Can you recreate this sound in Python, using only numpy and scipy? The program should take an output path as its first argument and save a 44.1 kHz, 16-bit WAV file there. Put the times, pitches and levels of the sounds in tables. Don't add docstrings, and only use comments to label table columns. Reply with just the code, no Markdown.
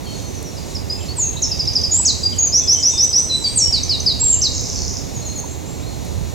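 import sys
import numpy as np
from scipy import signal
from scipy.fft import rfft, irfft
from scipy.io import wavfile
from scipy.ndimage import uniform_filter1d, minimum_filter1d

SR = 44100
rng = np.random.default_rng(int(sys.argv[2]) if len(sys.argv) > 2 else 0)


def materialize(psi):
    bounded = np.clip(np.atleast_2d(psi).T, -1, 1)
    quanta = np.round(bounded * 32767).astype(np.int16)
    wavfile.write(sys.argv[1], SR, quanta)


N = 279594
TIME = np.arange(N) / SR

# f/Hz, relative level/dB
RUMBLE_COLOUR = [(15, -44), (25, -17), (37, -11), (86, 1), (114, -5.5), (145, -7), (224, -12.5), (286, -12),
                 (328, -16), (358, -14), (917, -23.5), (1210, -30), (1600, -36), (2080, -56), (3520, -120)]
CHORUS_COLOUR = [(940, -46), (1600, -8.5), (1830, -4.5), (2220, -3), (2440, -3), (2870, -3.5), (3130, -6),
                 (3440, -2), (3900, 1), (4250, 2), (4960, -4), (5780, 2), (6930, 3.5), (8080, -6.5),
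                 (15800, -16.5)]
# t/s, relative level/dB
RUMBLE_SWELL = [(0.0, -33), (0.23, -34), (2.05, -30), (2.86, -34), (4.27, -28), (5.54, -33), (6.29, -27),
                (6.34, -32)]
CHORUS_SWELL = [(0, -1.8), (4.9, -1.8), (5.55, -4), (6.34, -1.5)]
# f/Hz, left minus right level/dB
AIR_PAN = [(60, -14), (110, -8.5), (200, -8.5), (380, -4), (700, -3.0), (1290, -1), (2380, -1.5), (4400, 0),
           (8120, 1.5), (15000, -0.5)]
# f/Hz, likeness (0 to 1)
AIR_LIKENESS = [(30, 0.69), (70, 1), (140, 0.86), (300, 0.61), (1100, 0.67), (2200, 0.49), (3800, 0.7),
                (6600, 0.91), (8000, 0.62), (11000, 0.14)]
# f/Hz, phase/rad
AIR_PHASE = [(30, 3.5), (70, 2), (300, 2.1), (600, 1.93), (1100, 1.7), (2200, 0.95), (4000, -0.46),
             (12000, 0)]

SYLLABLES = { "slur": (.155, 9000, 6490, .097, .055, .022, -8),
             "chip": (.048, 7200, 5380, .026, .011, .008, -4),
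             "tip": (.032, 5820, 4560, .046, .009, .01, -1), "pip": (.011, 5400, 6350, .012, .006, .004, 0),
             "rise": (.12, 6680, 7880, .105, .014, .02, -7),
             "chew": (.069, 6950, 3800, .064, .008, .014, -5),
             "chow": (.074, 6500, 3620, .075, .009, .016, -8),
             "whistle": (.055, 4930, 4785, .022, .021, .03, -2),
             "see": (.092, 6500, 6740, .04, .009, .015, 1), "drop": (.016, 6750, 5800, .026, .005, .005, 0),
             "sweep": (.098, 4660, 6200, .103, .016, .042, 9),
             "flute": (.092, 4200, 3975, .045, .025, .026, 0),
             "dip": (.066, 5150, 4550, .036, .02, .02, -1),
             "plunge": (.156, 8400, 5520, .055, .04, .02, -10),
             "tew": (.076, 5380, 3590, .103, .008, .011, -10),
             "thin": (.185, 7600, 7170, .38, .046, .025, -3),
             "sue": (.06, 7100, 6250, .075, .008, .014, -3), "wit": (.028, 3400, 4300, .04, .01, .008, 0),
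             "arch": (.085, 7730, 8150, .055, .02, .015, 0),
             "lift": (.055, 4870, 5060, .055, .015, .012, -2),
             "click": (.0058, 7700, 4400, .008, .0022, .0025, 0),
             "flick": (.01, 5500, 7900, .016, .002, .006, -4), }
LEAD_INS = {"chip": (.01, 4600), "rise": (.015, 7200), "chew": (.011, 4400), "chow": (.011, 4200),
            "see": (.015, 7350), "plunge": (.024, 8050), "thin": (.028, 6750)}
# t/s, syllable, level/dB, pitch ratio
NEIGHBOUR_NOTES = [ (.04, "flute", -41, 1.09), (.05, "flute", -46, .79), (.11, "flute", -41, 1.09),
                   (.562, "tip", -38, .98), (.96, "arch", -43, .9), (1, "tip", -42, .6),
                   (1.36, "wit", -33, 1), (1.65, "wit", -39, 1), (2.318, "tip", -37, .62),
                   (2.6, "flute", -39, .87), (2.74, "flute", -41, .775), (2.9, "flute", -37, .91),
                   (3.395, "sue", -34, 1.13), (3.455, "wit", -37, .87), (3.655, "lift", -40, .595),
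                   (3.91, "sue", -40, .44), (4.315, "sue", -27, .98), (4.318, "sue", -40, .445),
                   (4.533, "sue", -27, 1), (4.756, "whistle", -33, .93), (5.205, "flute", -40, 1.05),
                   (5.28, "lift", -41, .84), (5.345, "lift", -43, .86), (5.792, "pip", -42, .37),
                   (5.82, "wit", -43, .98), (5.855, "lift", -43, .85)]
SONG_NOTES = [ (.746, "tip", -25, 1.015), (.892, "lift", -24, 1), (1.078, "lift", -30, .885),
              (1.156, "slur", -15.5, 1), (1.416, "chip", -15, .985), (1.907, "rise", -12.5, 1),
              (2.048, "chew", -10.5, 1), (2.226, "whistle", -13, 1), (2.38, "see", -16.5, 1),
              (2.468, "drop", -13.5, 1), (3.288, "flute", -17.5, 1), (3.435, "dip", -16, 1),
              (3.548, "plunge", -11, 1), (4.186, "thin", -14.5, 1), (4.411, "chow", -12, 1)]
# first t/s, last t/s, spacing/s, syllable,
# first level/dB, last level/dB, first pitch ratio, last pitch ratio
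NEIGHBOUR_RUNS = [ (.15, .44, .097, "sue", -42, -39, .96, .87),
                  (.95, 1.49, .27, "flute", -47, -46, .66, .67),
                  (2.6, 3.46, .143, "arch", -39.5, -33, .945, 1.013),
                  (2.795, 2.897, .102, "sue", -29, -29.5, 1.01, 1.01),
                  (5.145, 5.353, .104, "sue", -32, -29, 1, 1),
                  (5.47, 5.65, .18, "arch", -42, -44, .92, .91)]
SONG_RUNS = [ (1.507, 1.831, .081, "tip", -20, -15, .995, .985),
             (1.569, 1.81, .08, "pip", -29, -24, .98, .99),
             (2.517, 3.122, .1513, "sweep", -16, -16.5, 1, .995),
             (3.721, 4.059, .169, "tew", -13.5, -14, 1, .995),
             (3.83, 3.999, .169, "pip", -18.5, -16.5, .99, .99)]
# t/s, level/dB before filtering
TICKS = [(.427, -24), (2.363, -27), (4.612, -29), (5.376, -29), (5.4, -26), (6.05, -31)]
# t/s, level/dB
BLIPS = [(1.19, -32.5), (1.362, -36), (2, -27.5), (2.94, -32.5), (3.425, -39), (4.232, -32.5),
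         (5.444, -31.5)]


def undb(db):
    return 10 ** (np.asarray(db) / 20)


def curve(rows):
    return np.interp(TIME, *np.transpose(rows))


def over_hz(rows):
    hz, value = np.transpose(rows)
    return np.interp(np.log(np.maximum(np.fft.rfftfreq(N, 1 / SR), 1)), np.log(hz), value)


def wander(rate_hz, size):
    position = np.arange(size) * rate_hz / SR
    turns = int(position[-1]) + 2
    return np.interp(position, np.arange(turns), rng.standard_normal(turns))


def add(track, start_s, sound):
    i = max(int(start_s * SR), 0)
    track[i:i + len(sound)] += sound[:max(N - i, 0)]


def outdoors(colour, db, swell_db, swell_band_hz):
    shared, own = rfft(rng.standard_normal((2, N)))
    likeness = np.clip(over_hz(AIR_LIKENESS), 0, 1)
    hz, radians = np.transpose(AIR_PHASE)
    lead = np.exp(1j * over_hz(np.transpose([hz, np.unwrap(radians)])))
    pan = undb(over_hz(AIR_PAN))
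    left = pan * (likeness * lead * shared + np.sqrt(1 - likeness ** 2) * own)
    sum_gain = np.sqrt(1 + pan ** 2 + 2 * pan * likeness * lead.real)
    pair = irfft(np.array([left, shared]) * undb(over_hz(colour)) / sum_gain, N)
    pair *= undb(db) / pair.mean(axis=0).std()
    band = signal.sosfiltfilt(signal.butter(2, swell_band_hz, "band", fs=SR, output="sos"), pair)
    return pair + band * (undb(swell_db) - 1)


def rumble():
    swell_db = curve(RUMBLE_SWELL)
    return outdoors(RUMBLE_COLOUR, db=-29.8, swell_db=swell_db - swell_db.mean(), swell_band_hz=(30, 180))


def chorus():
    swell_db = curve(CHORUS_SWELL) + 1.2 * wander(14, N)
    return outdoors(CHORUS_COLOUR, db=-37.5, swell_db=swell_db, swell_band_hz=(3000, 11200))


def bird_note(shape, ratio, waver, lead_in=None, flutter_db=3.3):
    length, start_hz, end_hz, glide, fade_in, fade_out, change_db = shape
    lead_s, lead_hz = lead_in or (0, start_hz)
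    t = np.arange(int(length * SR)) / SR
    glide_left = np.clip(1 - (t - lead_s) / glide, 0, 1) ** 2.2
    hz = end_hz + (start_hz - end_hz) * glide_left
    if lead_in:
        hz += (lead_hz - start_hz) * np.maximum(1 - t / lead_s, 0)
    hz *= ratio * (1 + waver * wander(302, len(t)))
    phase = 2 * np.pi * np.cumsum(hz) / SR
    push = undb(change_db * t / length + flutter_db * wander(185.5, len(t)))
    opening = np.minimum(t / fade_in, 1) * np.minimum((length - t) / fade_out, 1)
    push *= np.sin(np.pi / 2 * opening) ** 2
    overtone = undb(-39) * push * wander(1490, len(t)) * np.sin(2 * phase)
    return np.sqrt(2) * push * (np.sin(phase) + overtone)


def repeat(runs):
    notes = []
    for first, last, spacing, name, first_db, last_db, first_ratio, last_ratio in runs:
        count = round((last - first) / spacing) + 1
        steps = np.linspace((first, first_db, first_ratio), (last, last_db, last_ratio), count)
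        notes += [(s, name, db, ratio) for s, db, ratio in steps]
    return notes


def sing(notes, waver, flutter_db=2.9):
    out = np.zeros(N)
    for start, name, db, ratio in notes:
        add(out, start, undb(db) * bird_note(SYLLABLES[name], ratio, waver, LEAD_INS.get(name), flutter_db))
    return out


def trees(sound, near_db, far_db, left_db):
    t = np.arange(int(1.5 * SR)) / SR
    build_up = 1 - np.exp(-t / .0084)
    echoes = np.zeros((2, len(t)))
    echoes[:, 0] = 1
    for db, fade_s, width in (near_db, .28, .5), (far_db, 1.24, .4):
        decay = undb(-60 * t / fade_s) * build_up
        mid, side = rng.standard_normal((2, len(t))) * decay / np.linalg.norm(decay)
        echoes += undb(db) * np.array([mid + width * side, mid - width * side])
    balance = undb([[left_db / 2], [-left_db / 2]])
    return signal.fftconvolve(sound[None], echoes, axes=1)[:, :N] * balance


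def neighbours():
    calls = sing(NEIGHBOUR_NOTES + repeat(NEIGHBOUR_RUNS), waver=.009)
    return trees(calls, near_db=-3, far_db=-4.5, left_db=0)


def ticks(decay_s=.003, band_hz=(6000, 12000)):
    out = np.zeros(N)
    t = np.arange(SR // 40) / SR
    for start, db in TICKS:
        add(out, start, undb(db) * np.exp(-t / decay_s) * rng.standard_normal(len(t)))
    return signal.sosfilt(signal.butter(1, band_hz, "band", fs=SR, output="sos"), out)


def singer():
    phrase = sing(SONG_NOTES + repeat(SONG_RUNS), waver=.006)
    return trees(phrase, near_db=-5.2, far_db=-11.5, left_db=-.8)


def blips(hz=950, width_s=.003):
    loudness = sum(undb(db) * np.exp(-((TIME - s) / width_s) ** 2 / 2) for s, db in BLIPS)
    return np.sqrt(2) * loudness * np.sin(2 * np.pi * hz * TIME)


def chatter(count=75, slide=.13):
    out = np.zeros(N)
    for _ in range(count):
        start, length = rng.uniform(1.25, 4.5), rng.uniform(.022, .06)
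        hz, db = rng.uniform(2200, 3900), rng.uniform(-54.5, -47.5)
        bend_hz = hz * slide * rng.choice([-1, 1])
        shape = (length, hz - bend_hz, hz + bend_hz / 2, length, length / 2, length / 2, 0)
        add(out, start, undb(db) * bird_note(shape, ratio=1, waver=.022))
    return trees(out, near_db=-.5, far_db=2, left_db=4)


def rattle(start_s=4.518, end_s=4.968, spacing_s=.03, first_db=-20.7, last_db=-22.2):
    strokes = repeat([(start_s, end_s, spacing_s, "click", first_db, last_db, 1, 1)])
    down = [(s, name, db + .8 * rng.standard_normal(), ratio) for s, name, db, ratio in strokes]
    up = [(s + .014, "flick", db - 7, ratio) for s, _, db, ratio in down]
    return trees(sing(down + up, waver=.035, flutter_db=1), near_db=-1.5, far_db=-6.5, left_db=-.8)


def scene():
    return rumble() + chorus() + neighbours() + ticks() + singer() + blips() + chatter() + rattle()


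def record(dry, ceiling=.56, window_samples=5, top_hz=15900):
    needed_gain = ceiling / np.maximum(np.abs(dry).max(axis=0), ceiling)
    smooth_gain = uniform_filter1d(minimum_filter1d(needed_gain, window_samples), window_samples)
    held = dry * smooth_gain
    distorted = held + .015 * held ** 2 - .09 * held ** 3
    return signal.sosfilt(signal.ellip(10, .2, 80, top_hz, fs=SR, output="sos"), distorted)


dry = scene()
out = record(dry)
materialize(out)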